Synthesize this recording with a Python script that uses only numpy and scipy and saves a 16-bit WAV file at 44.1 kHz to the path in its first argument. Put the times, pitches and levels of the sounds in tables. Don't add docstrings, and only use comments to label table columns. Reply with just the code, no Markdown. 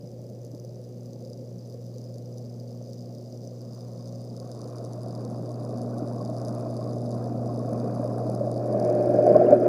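import sys
import numpy as np
from scipy import signal
from scipy.fft import rfft, irfft, next_fast_len
from scipy.io import wavfile
from scipy.ndimage import map_coordinates

SR = 44100
rng = np.random.default_rng(int(sys.argv[2]) if len(sys.argv) > 2 else 0)


def master_out(mix):
    frames = np.transpose(np.atleast_2d(mix))
    ceiling = np.clip(frames, -1, 1)
    pcm = np.round(ceiling * 32767).astype(np.int16)
    wavfile.write(sys.argv[1], SR, pcm)


N = 426888
MAINS_HZ = 59.99
TOP_HZ = 15330

# t/s, place (0 behind the rock, 1 over open water, 2 at the inflow)
MIC_PATH = [(0, 0.026), (2.8, 0.2), (3.4, 0.25), (4.2, 0.5), (4.8, 0.8), (6, 0.93), (7.5, 0.92),
            (8.55, 1.08), (9, 1.82), (9.68, 2.06)]

# t/s, level/dB
SECOND_HARMONIC = [(0, -43), (2.5, -40.5), (4, -40), (5.6, -34.5), (7.5, -33.5), (9.1, -32.5),
                   (9.68, -36.5)]
FOURTH_HARMONIC = [(0, -58), (.6, -70), (1.05, -48.5), (1.6, -53), (2.4, -49), (4.4, -48), (4.9, -56.5),
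                   (5.8, -40), (6.5, -43.5), (7.3, -38.5), (7.9, -39.5), (8.8, -55), (9.55, -33.5),
                   (9.68, -36)]
SIXTH_HARMONIC = [(0, -55), (2, -54.5), (4, -56), (5.3, -49.5), (7.4, -47.5), (8.5, -44), (8.85, -33),
                  (9.1, -31.5), (9.4, -26.5), (9.68, -25)]
TENTH_HARMONIC = [(0, -67), (4.5, -60.5), (6.4, -45), (7.7, -51), (8.5, -52), (8.88, -27.5), (9.1, -29.5),
                  (9.33, -23), (9.68, -43.5)]
# multiple of the mains, level behind the rock/dB, over open water/dB,
# at the inflow/dB, waver/dB
WEAK_HARMONICS = [(3, -54, -53, -49.5, 2), (5, -80, -44, -36, 0), (7, -66, -57.5, -44.5, 1.5),
                  (9, -62, -55, -49, 4)]

# part of a turn, level/dB, range of strength/+-dB,
# scatter in time/s, tilt/dB per octave, echo decay/s
TURN_CONTACTS = [(.9, 0.5, 6.5, 0.00025, 3, 0.0013), (.16, -10, 6, .0009, 6, .001),
                 (.385, 4.5, 4.5, 0.00027, -.5, 0.0015), (.58, -1, 6, 0.0006, -5, 0.0017)]
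# t/s, level/dB
CHATTER_LEVEL = [(0, -55), (2.3, -50), (4.2, -47), (5.6, -48.5), (6.4, -47), (8.2, -48.5), (8.9, -46.5),
                 (9.68, -50.5)]
# t/s, rough peak after the housing/dB
HARD_TICKS = [(0.1151, -44), (0.2159, -44.5), (.2985, -44.5), (0.4157, -44), (0.4484, -40.5), (0.5152, -43),
              (0.5482, -41), (.579, -48), (0.598, -42), (0.6484, -42), (1.032, -45.5), (1.058, -43.5),
              (1.066, -45.5), (1.132, -39), (1.249, -44), (1.274, -49), (1.299, -42.5), (1.3319, -41),
              (1.6983, -39.5), (1.8652, -42), (1.9824, -38), (2.015, -42), (2.1824, -39.5), (2.3817, -39),
              (2.599, -43.5), (2.932, -37), (3.149, -44), (3.7324, -42), (4.0741, -39.5), (4.365, -37),
              (4.3994, -37.5), (4.5154, -34.5), (4.5486, -41.5), (4.6153, -38), (4.7827, -38.5),
              (4.8487, -35.5), (4.9327, -35.5), (5.032, -35.5), (5.1505, -41), (5.2495, -37),
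              (5.6493, -39.5), (5.8157, -39), (5.9825, -37.5), (6.2495, -37.5), (6.2991, -40),
              (6.3657, -41), (6.382, -43), (6.4153, -38.5), (6.4492, -35), (6.4827, -36), (6.549, -35.5),
              (6.5989, -41.5), (6.7665, -39.5), (6.932, -42), (7.1152, -38), (7.7318, -37.5),
              (7.7996, -39.5), (8.1818, -38), (8.2985, -35.5), (8.3489, -37.5), (8.515, -36),
              (8.7986, -34.5), (8.8488, -36), (8.8987, -39), (9.2658, -35.5), (9.3651, -37),
              (9.5073, -40.5), (9.5487, -45)]
# behind the rock/dB per octave, over open water/dB per octave, at the inflow/dB per octave
HARD_TICK_TILT = [4, 4, 3]
# f/Hz, gain/dB
SCREENED_HOUSING = [(3300, -34), (3650, -16), (4200, -14), (4600, -4.5), (4930, 2.5), (5450, -8),
                    (5950, -1.5), (7200, -16.5), (7700, -14), (8350, -41), (8850, -15.5), (9250, -26),
                    (9600, -16.5), (10000, -22), (11000, -12.5), (11900, -27), (13000, -21), (15000, -19)]
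OPEN_HOUSING = [(3300, -34), (3650, -9.5), (4150, -14), (4650, -2), (5000, 2.4), (5450, -9.5), (5900, -5.5),
                (7200, -14), (8400, -17), (9000, -12.5), (9550, -10), (10000, -15), (11200, -11),
                (11900, -34.5), (15000, -36.5)]

# t/s, level/dB
CHURN_LEVEL = [(0, -44), (1, -46.5), (3.3, -46.5), (4.1, -46.5), (5.1, -39.5), (5.9, -36.5), (7.4, -34),
               (8.35, -31), (8.68, -32.5), (8.83, -27.5), (9.1, -27), (9.24, -23), (9.32, -20.5),
               (9.42, -21.5), (9.5, -22.5), (9.56, -22), (9.68, -26)]
# f/Hz, relative level/dB per Hz
CHURN_BEHIND_ROCK = [(25, -31), (55, -11.5), (95, -5), (135, 6), (180, 4.5), (260, -1.5), (320, -4.5),
                     (420, -3), (455, -0.5), (495, 6.5), (545, 3.5), (620, -2), (730, -24), (860, -19.5),
                     (1100, -53.5), (2500, -69.5)]
CHURN_OVER_WATER = [(25, -24.5), (85, -16.5), (150, -3.5), (185, -1.5), (212, 5), (265, -2.5), (295, -.5),
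                    (335, -8.5), (390, -5.5), (440, -5), (490, -4), (610, .5), (660, 0), (735, -4),
                    (785, -14.5), (860, -20), (1100, -47), (2500, -73)]
CHURN_AT_INFLOW = [(25, -51), (85, -30.5), (160, -13.5), (250, -6), (360, -3.5), (470, -1.5), (520, -6),
                   (600, 2.5), (660, -7), (735, -4.5), (800, -19.5), (920, -39), (1200, -46), (3500, -70)]

# t/s, peak/dB, starting pitch f/Hz, time to swell/s
AIR_POCKETS = [(.535, -31.5, 277, 0.0065), (5.623, -38, 550, 0.0037), (5.809, -32, 637, .004),
               (6.021, -22, 270, .004), (6.111, -35, 627, .004), (6.348, -31, 600, .004),
               (6.657, -32, 655, 0.0045), (7.348, -31.5, 640, 0.0046), (7.725, -23, 600, 0.0033),
               (7.839, -24, 540, 0.0043), (7.995, -24.5, 540, 0.0037), (8.408, -19.5, 563, .007),
               (8.466, -23, 587, 0.0075), (8.733, -20, 622, 0.0064), (8.771, -20, 617, 0.0076),
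               (8.835, -21.5, 616, 0.011), (8.887, -21, 623, 0.0066), (9.066, -15, 590, 0.0069),
               (9.139, -13.5, 574, 0.0066), (9.182, -13, 606, 0.0078), (9.264, -14, 674, 0.0054),
               (9.283, -14, 600, 0.0062), (9.31, -10.5, 610, 0.0058), (9.353, -6.5, 589, 0.0068),
               (9.391, -9, 586, 0.011), (9.41, -13.5, 644, .0075), (9.483, -13, 575, 0.0048),
               (9.511, -5.5, 497, 0.0019), (9.5216, -7, 569, .0095), (9.616, -15, 602, 0.0077),
               (9.657, -15.5, 563, 0.0072)]

# t/s, level/dB
WASH_LEVEL = [(0, -78.5), (2.9, -74.5), (3.5, -74), (3.75, -66), (4, -66), (4.3, -69.5), (4.47, -62.5),
              (4.6, -61), (4.72, -57.5), (4.95, -58.5), (5.1, -56.5), (5.45, -57.5), (5.85, -56.5),
              (6.35, -54.5), (6.5, -52), (6.63, -50.5), (6.76, -56.5), (6.87, -51.5), (6.98, -58.5),
              (7.2, -52.5), (7.4, -55.5), (7.62, -54.5), (7.8, -49.5), (8.2, -50.5), (8.55, -54),
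              (8.72, -49.5), (8.88, -49), (9.05, -50.5), (9.28, -47.5), (9.42, -48), (9.51, -46.5),
              (9.59, -53), (9.68, -46.5)]
# part of a turn, relative level/dB
PUMP_SPURTS = [(.04, -5), (.16, -4), (.4, -3.5), (.52, 0), (.67, -2.5), (.78, 3), (.86, 5.5), (.95, -1)]
# f/Hz, relative level/dB per Hz
SURFACE_TONE = [(500, -22.5), (900, -1), (1080, 3), (1250, -2), (1480, -10.5), (1800, -20), (2200, -30),
                (2450, -23), (2800, -37), (4000, -47.5), (8000, -83.5)]
SPRAY_TONE = [(500, -27.5), (900, 0.5), (1200, 0.5), (1400, 2), (1680, -2.5), (1950, -13), (2200, -14),
              (2500, -12), (2680, -24.5), (3200, -22.5), (3500, -28.5), (4200, -30.5), (8000, -61.5)]

# t/s, peak/dB, starting pitch f/Hz
SMALL_BUBBLES = [(3.99, -57, 1080), (4.415, -55, 1080), (5.5, -50, 1090), (5.615, -55, 1070),
                 (5.93, -52, 1470), (5.963, -45, 1100), (6.2, -39, 1074), (6.81, -45, 1085),
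                 (6.862, -43, 1086), (7.125, -47.5, 1085), (7.488, -42, 1060), (7.595, -45, 1084),
                 (7.675, -46, 1090), (7.741, -43, 1062), (8.585, -50, 1090), (9.343, -31, 1060),
                 (9.465, -51, 2780)]


def hum():
    out = amp(curve(SECOND_HARMONIC)) * mains_line(order=2, waver_db=0.88)
    out += amp(curve(FOURTH_HARMONIC)) * mains_line(order=4, waver_db=0.8)
    out += amp(curve(SIXTH_HARMONIC)) * mains_line(order=6, waver_db=0.95)
    out += amp(curve(TENTH_HARMONIC)) * mains_line(order=10, waver_db=2.0)
    for order, *levels_db, waver_db in WEAK_HARMONICS:
        out += by_place(levels_db) * mains_line(order, waver_db)
    return out


def mains_line(order, waver_db):
    phase = 2 * np.pi * (round(order) * MAINS_HZ * np.arange(N) / SR + rng.random())
    level = np.sqrt(2) * amp(waver_db * wobble(2.405))
    phase_waver = 0.21 * waver_db * wobble(2.836)
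    return level * np.sin(phase + phase_waver)


def impeller():
    drive = chatter() + hard_ticks()
    screened = shares()[0]
    return screened * colour(drive, SCREENED_HOUSING) + (1 - screened) * colour(drive, OPEN_HOUSING)


def chatter():
    turns = np.arange(int(N / SR * MAINS_HZ) + 1)
    knocks = np.zeros(N)
    for part, db, spread_db, jitter_s, tilt_db, decay_s in TURN_CONTACTS:
        strength = 2 * rng.random(len(turns)) ** 2.0 - 1
        force_db = spread_db * strength
        brightness_db = tilt_db + 0.51 * force_db
        waves = amp(db + force_db)[:, None] * contacts(brightness_db, decay_s, crack=1.8)
        starts = (turns + part) / MAINS_HZ + jitter_s * rng.standard_normal(len(turns))
        knocks += scatter(starts, waves)
    swish = amp(-12.5) * rng.standard_normal(N)
    load_db = 0.5 * wobble(9) + 0.6 * wobble(35)
    return (unit(knocks) + swish) * amp(curve(CHATTER_LEVEL) + load_db)


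def hard_ticks():
    s, db = np.transpose(HARD_TICKS)
    tilt_db = np.array(HARD_TICK_TILT) @ shares()[:, (s * SR).astype(int)]
    force = amp(db + 22.5)
    return scatter(s, force[:, None] * contacts(tilt_db, decay_s=0.00052, crack=3.2))


def contacts(brightness_db, decay_s, crack):
    size = 400
    t = np.arange(size) / SR
    draws = rng.standard_normal((len(brightness_db), size + 1))
    waves = draws[:, 1:] * np.exp(-t / decay_s)
    waves[:, 0] += crack
    waves = np.pad(waves, ((0, 0), (size // 10, size // 10)))
    waves = waves / np.linalg.norm(waves, axis=1, keepdims=True)
    hz = np.fft.rfftfreq(waves.shape[1], 1 / SR)
    octaves = np.log2(np.clip(hz, 4500, 10000) / 5500)
    # centre 5300 Hz, scatter 0.2 octave, width 0.056 octave
    distance = np.log2((hz + 1) / 5300) - 0.2 * draws[:, :1]
    ring = np.exp(-(distance / 0.056) ** 2)
    ring_db = 5.5 * (ring - ring.mean(axis=0))
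    return irfft(rfft(waves) * amp(brightness_db[:, None] * octaves + ring_db))


def churn():
    large_bubbles = swarm(count=2400, low_hz=151.5, high_hz=898, cycles=3.65, spread_db=2.0)
    flow = rng.standard_normal(N) + amp(-17.5) * large_bubbles
    heard = np.zeros(N)
    for share, tone in zip(shares(), (CHURN_BEHIND_ROCK, CHURN_OVER_WATER, CHURN_AT_INFLOW)):
        heard += np.sqrt(share) * unit(colour(flow, tone))
    surge_db = 0.2 * wobble(3) + 0.2 * wobble(14)
    turn = np.arange(N) / SR * MAINS_HZ
    depth = by_place([1, 0.25, 2.1])
    throb = depth ** np.cos(2 * np.pi * (turn - 0.87))
    gush = after_gulps(level_db=-15, swell_s=0.01)
    return np.hypot(amp(curve(CHURN_LEVEL) + surge_db), gush) * throb * heard


def gulps():
    s, db, hz, swell_s = np.transpose(AIR_POCKETS)[:, :, None]
    t = np.arange(2400) / SR
    age = t / swell_s
    swell = age ** 1.5 * np.exp(1 - age ** 1.5)
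    ring = np.sin(2 * np.pi * hz * t * (1 + 0.01 * age))
    return scatter(s[:, 0], amp(db) * swell * ring)


def after_gulps(level_db, swell_s):
    s, db = np.transpose(AIR_POCKETS)[:2]
    age = np.clip((np.arange(N) / SR - s[:, None]) / swell_s, 0, 20)
    return amp(db + level_db) @ (age * np.exp(1 - age))


def wash():
    small_bubbles = swarm(count=3000, low_hz=831, high_hz=3390, cycles=5.4, spread_db=2.5)
    froth = rng.standard_normal(N) + amp(-13.5) * small_bubbles
    part, db = np.transpose(PUMP_SPURTS)
    spurts = amp(np.interp(np.arange(N) / SR * MAINS_HZ, part, db, period=1))
    surface = unit(colour(froth * spurts, SURFACE_TONE))
    spray = unit(colour(froth * spurts ** 0.38, SPRAY_TONE))
    close = shares()[2] ** 2
    heard = np.sqrt(1 - close) * surface + np.sqrt(close) * spray
    slosh_db = 0.4 * wobble(7) + 0.7 * wobble(40)
    splash = after_gulps(level_db=-48, swell_s=0.011)
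    return (amp(curve(WASH_LEVEL) + slosh_db) + splash) * heard


def swarm(count, low_hz, high_hz, cycles, spread_db):
    when, pitch, strength = rng.random((count, 3)).T
    hz = low_hz * (high_hz / low_hz) ** pitch
    sizes = hz * amp(-spread_db * np.log(1 - 0.99 * strength))
    rings = bubbles(hz, cycles, rise=0.09, onset_cycles=0.53, size=1500)
    return unit(scatter(when * N / SR, sizes[:, None] * rings))


def plinks():
    s, db, hz = np.transpose(SMALL_BUBBLES)
    rings = bubbles(hz, cycles=12, rise=0.013, onset_cycles=6.2, size=4000)
    return scatter(s, amp(db)[:, None] * rings)


def bubbles(hz, cycles, rise, onset_cycles, size):
    age = hz[:, None] * np.arange(size) / SR
    swell = (1 - np.exp(-(age / onset_cycles) ** 2)) * np.exp(-age / cycles)
    phase = age + rise * (age - cycles * (1 - np.exp(-age / cycles)))
    return swell / swell.max(axis=1, keepdims=True) * np.sin(2 * np.pi * phase)


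def hiss():
    tone = [(100, 9.5), (2500, -3.5), (7000, 0.5), (9000, -5.0), (11800, -5.5), (12600, -4.5), (15000, -3.5)]
    return amp(-68.0) * unit(colour(rng.standard_normal(N), tone))


def shares():
    place = np.clip(curve(MIC_PATH), 0, 2)
    return np.array([np.maximum(1 - np.abs(place - k), 0) for k in range(3)])


def by_place(levels_db):
    return amp(np.array(levels_db) @ shares())


def amp(db):
    return 10 ** (np.asarray(db) / 20)


def unit(x):
    return x / np.sqrt(np.mean(x ** 2) + 1e-20)


def curve(rows):
    return np.interp(np.arange(N) / SR, *np.transpose(rows))


def wobble(rate):
    points = rng.standard_normal(int(N * rate / SR) + 4)
    return map_coordinates(points, [np.arange(N) * rate / SR])


def colour(x, points):
    size = 8192
    hz, db = np.transpose(points)
    log_hz = np.log(np.fft.rfftfreq(size, 1 / SR) + 1)
    gain = amp(np.interp(log_hz, np.log(hz), db))
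    cepstrum = irfft(np.log(gain))[:size // 2]
    cepstrum[1:] *= 2
    return signal.fftconvolve(x, irfft(np.exp(rfft(cepstrum, size))))[:N]


def scatter(starts, waves):
    index = np.round(np.abs(starts) * SR).astype(int)[:, None] + np.arange(waves.shape[1])
    return np.bincount(index.ravel(), waves.ravel(), N)[:N]


def scene():
    pump = hum() + impeller()
    water = churn() + gulps() + wash() + plinks()
    return (pump + water + hiss())[None]


def record(dry):
    m = next_fast_len(N + SR // 2)
    kept = np.fft.rfftfreq(m, 1 / SR) < TOP_HZ
    return irfft(rfft(dry, m) * kept, m)[..., :N]


dry = scene()
out = record(dry)
master_out(out)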